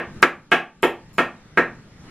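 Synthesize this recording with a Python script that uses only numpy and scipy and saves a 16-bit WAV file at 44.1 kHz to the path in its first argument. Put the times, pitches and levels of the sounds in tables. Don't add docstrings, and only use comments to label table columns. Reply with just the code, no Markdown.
import sys
import numpy as np
from scipy import signal
from scipy.fft import rfft, irfft, next_fast_len
from scipy.io import wavfile
from scipy.ndimage import uniform_filter1d

SR = 44100
rng = np.random.default_rng(int(sys.argv[2]) if len(sys.argv) > 2 else 0)


def log_audio(samples):
    frames = np.atleast_2d(samples).T
    limited = np.clip(frames, -1, 1)
    pcm = np.round(limited * 32767).astype(np.int16)
    wavfile.write(sys.argv[1], SR, pcm)


def voltage_ratio(level):
    return 10 ** (np.asarray(level, float) / 20)


N = 92610
EARLY = SR // 5
GRAZE_S = 0.006
STRIKE_SIZE = 8192


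def evened(x):
    return x / np.sqrt(np.sum(x ** 2) + 1e-20)


def read(points, hz):
    f, value = np.transpose(points)
    return np.interp(np.log(hz + 1), np.log(f + 1), value)


def ring(modes, phase, size):
    t = np.arange(size) / SR
    total = np.zeros(size)
    for (hz, db, t60), p in zip(modes, phase):
        total += voltage_ratio(db - 60 * t / t60) * np.sin(2 * np.pi * (hz * t + p))
    return total


def causal(gain, size=4096):
    cepstrum = irfft(np.log(gain + 1e-5), size)
    cepstrum[1:size // 2] *= 2
    cepstrum[size // 2 + 1:] = 0
    return irfft(np.exp(rfft(cepstrum)), size)[:size // 2]


# [f/Hz, level/dB, time to fall 60 dB t/s]
STICK_MODES = [(2780, -6, .016), (4200, -2, .012), (5350, -1, .014), (6900, 1, .018), (7600, -1, .012),
               (8750, -1, .013), (10500, 0, .012), (10880, -1, .014), (12550, 0, .012), (12900, 0, .014),
               (14950, -6, .018)]


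def sticks(db):
    spread_db, rise_s = 3.5, 0.0042
    chance = rng.random((2, len(STICK_MODES)))
    modes = []
    for (hz, level_db, t60), c in zip(STICK_MODES, chance[0]):
        modes.append((hz, level_db + spread_db * (2 * c - 1), t60))
    waking = np.minimum(np.arange(STRIKE_SIZE) / SR / rise_s, 1)
    return voltage_ratio(db) * ring(modes, chance[1], STRIKE_SIZE) * waking


# [f/Hz, level/dB]
BLOW_COLOUR = [(60, -19.5), (140, -14.5), (250, -2.5), (1000, 1.5), (3200, -2), (4000, -3), (8000, -13),
               (15000, -25)]


def rap(db, rim_db, thump_db, ring_db):
    graze_db = -22
    chatter, chatter_s = 0.083, 0.0034
    hz = np.fft.rfftfreq(4096, 1 / SR)

    def hump(centre_hz, width_hz):
        return 1 / (1 + abs((hz - centre_hz) / width_hz) ** 3)

    body = hump(1740, 620 * voltage_ratio(0.11 * (ring_db + 46)))
    body += voltage_ratio(rim_db) * hump(2803, 432)
    body += 2 * voltage_ratio(thump_db) * hump(340, 243)
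    body += voltage_ratio(rim_db) * hump(859, 218)
    body += voltage_ratio(-22.5 + 0.4 * (ring_db + 49.5))
    blow = evened(causal(body * voltage_ratio(read(BLOW_COLOUR, hz))))

    t = np.arange(2048) / SR
    chance = rng.standard_normal((2, 2048))
    contacts = chatter * chance[0] * (abs(chance[0]) > 2) * np.exp(-t / chatter_s)
    contacts[0] = 1
    scrape = chance[1] * t ** 2 * (t < GRAZE_S)

    out = sticks(ring_db)
    out[:4095] += voltage_ratio(graze_db) * evened(np.convolve(blow, scrape))
    out[round(GRAZE_S * SR):][:4095] += evened(np.convolve(blow, contacts))
    return voltage_ratio(db + 21.5) * out


# [f/Hz, level/dB, time to fall 60 dB t/s]
WOKEN_TONES = [(167.2, -1, 0.3), (245.5, -2, 0.32), (346, -1, 0.29), (419.8, 4, 0.11), (494, -1, 0.23),
               (698.5, -4.5, .2), (888, -16, 0.47), (1164, -3.5, 0.33), (1326.5, 5, 0.19),
               (1375, -2.5, 0.16), (1636.5, 1.5, 0.22), (1840, -2.5, 0.31), (2179, 2, 0.11),
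               (2380, -18, 0.18)]
# [f/Hz, time to fall 60 dB t/s]
ROOM_DECAY = [(150, 0.33), (400, 0.29), (1040, 0.29), (2760, 0.26), (7280, 0.22)]


def room():
    direct_db, tones_db, tail_db = -6, -8, 1.5
    rise_s, side_t60_s = 0.0013, 0.48
    size = SR // 2
    t = np.arange(size) / SR

    echoes = np.zeros((2, size))
    at = np.arange(40, size - 20, 20) + rng.integers(0, 20, (2, (size - 41) // 20))
    np.put_along_axis(echoes, at, rng.choice([-1., 1.], at.shape), 1)
    hz, frame_s, z = signal.stft(echoes, SR, nperseg=256)
    decay = voltage_ratio(-60 * frame_s / read(ROOM_DECAY, hz)[:, None])
    tail = signal.istft(z * decay, SR, nperseg=256)[1][:, :size]
    tail = tail * (1 - np.exp(-t / rise_s))
    tail = voltage_ratio(tail_db) * tail / np.linalg.norm(tail[0])

    tones = ring(WOKEN_TONES, rng.random(len(WOKEN_TONES)), size)
    tail[0] += voltage_ratio(tones_db) * evened(tones)
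    tail[1] *= voltage_ratio(-60 * t / side_t60_s + 1.5)
    tail[0, 0] += voltage_ratio(direct_db)
    return tail


# [f/Hz, level/dB per Hz]
HUSH_COLOUR = [(15, -1.5), (25, -14), (167, 0.5), (513, -18), (949, -22), (1340, -18), (6000, -37),
               (11700, -49), (14900, -77)]
# [t/s, level/dB]
HUSH_GAIN = [(0.0, -46.5), (0.18, -38), (0.31, -50), (0.63, -54), (1.09, -47), (1.19, -46.5), (1.96, -44.5),
             (2.1, -38.5)]


def hush():
    patch_db, side_db, lift_db = 2, 6.5, -2
    hiss_follows, hiss_from_hz = 0.86, 1300
    frames, hz = N // 256 + 5, np.fft.rfftfreq(1024, 1 / SR)
    a, b, c, d, patches = rng.standard_normal((frames, 513, 5)).T
    patches = uniform_filter1d(patches, size=10, axis=0)
    patches = uniform_filter1d(patches, size=12, axis=1)
    colour_db = read(HUSH_COLOUR, hz)[:, None] + patch_db * patches / patches.std()
    z = np.array([a + 1j * b, voltage_ratio(side_db) * (c + 1j * d)]) * voltage_ratio(colour_db)

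    level_db = np.interp(np.arange(frames) * 256 / SR, *np.transpose(HUSH_GAIN)) + 48
    follows = hiss_follows + (1 - hiss_follows) / (1 + (hz / hiss_from_hz) ** 2)
    steady_size = signal.istft(z[0], nperseg=1024, noverlap=768)[1].std()
    swelling = z * voltage_ratio(np.outer(follows, level_db))
    noise = signal.istft(swelling, nperseg=1024, noverlap=768)[1][:, :N]
    return noise / steady_size * voltage_ratio(lift_db - 47.5)


# [t/s, level/dB, dish rim level/dB, table thump level/dB, stick ring level/dB]
RAP_TIMES = [
    (-0.07, -5.5, -7, -2, -54.5),
    (0.2277, -9, -15.5, -7.5, -47.5),
    (0.518, -6, -7, -10.5, -53.5),
    (0.830, -8, 2, 5, -37),
    (1.183, -8.5, -9, -3, -46),
    (1.5743, -7, -22.5, -6.5, -67),
]
# [t/s, level/dB]
BRUSH_TIMES = [
    (0.219, -56),
    (1.088, -60),
    (1.130, -47),
    (1.137, -45),
]


def scene():
    catch_at_s, catch_db, catch_s = 0.227, 13.5, 0.011
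    dry = np.zeros(N + EARLY + STRIKE_SIZE)
    for s, *levels in RAP_TIMES:
        dry[EARLY + round((s - GRAZE_S) * SR):][:STRIKE_SIZE] += rap(*levels)
    for s, db in BRUSH_TIMES:
        dry[EARLY + round(s * SR):][:STRIKE_SIZE] += sticks(db)
    in_room = signal.fftconvolve(dry[None], room(), axes=1)[:, EARLY:EARLY + N]
    since = np.arange(N) / SR - catch_at_s
    open_db = catch_db * np.exp(-np.maximum(since, 0) / catch_s) * (since > -0.02)
    return in_room * voltage_ratio(open_db) + hush()


def low_pass(x):
    return signal.sosfilt(signal.butter(12, 15050, fs=SR, output="sos"), x)


# [f/Hz, level/dB]
LEAN = [(60, 2.5), (240, -0.5), (930, -1), (3670, 1), (14400, -0.5)]
# [f/Hz, level/dB]
SIDE_LEVEL = [(30, -18), (70, -21), (150, -28), (300, -29), (600, -20), (1200, -14), (2500, -11),
              (5000, -1), (13000, 4)]
# [f/Hz, share 0-1]
TIED_SHARE = [(60, 0.8), (500, 0.1), (3000, 0), (8000, 0)]


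def record(dry):
    edge_hz, ceiling = 15100, 1.0
    size = next_fast_len(N + 4096)
    hz = np.fft.rfftfreq(size, 1 / SR)
    mid, other = rfft(dry, size)
    tied = np.clip(read(TIED_SHARE, hz), 0, 1)
    side = voltage_ratio(read(SIDE_LEVEL, hz)) * (1j * tied * mid + np.sqrt(1 - tied ** 2) * other)
    band = 1 / (1 + (hz / edge_hz) ** 80)
    half_lean = voltage_ratio(read(LEAN, hz) / 2)
    left = (mid + side) * band * half_lean
    right = (mid - side) * band / half_lean
    pair = irfft(np.array([left, right]), size)[:, :N]
    return low_pass(np.clip(pair, -ceiling, ceiling))


dry = scene()
out = record(dry)
log_audio(out)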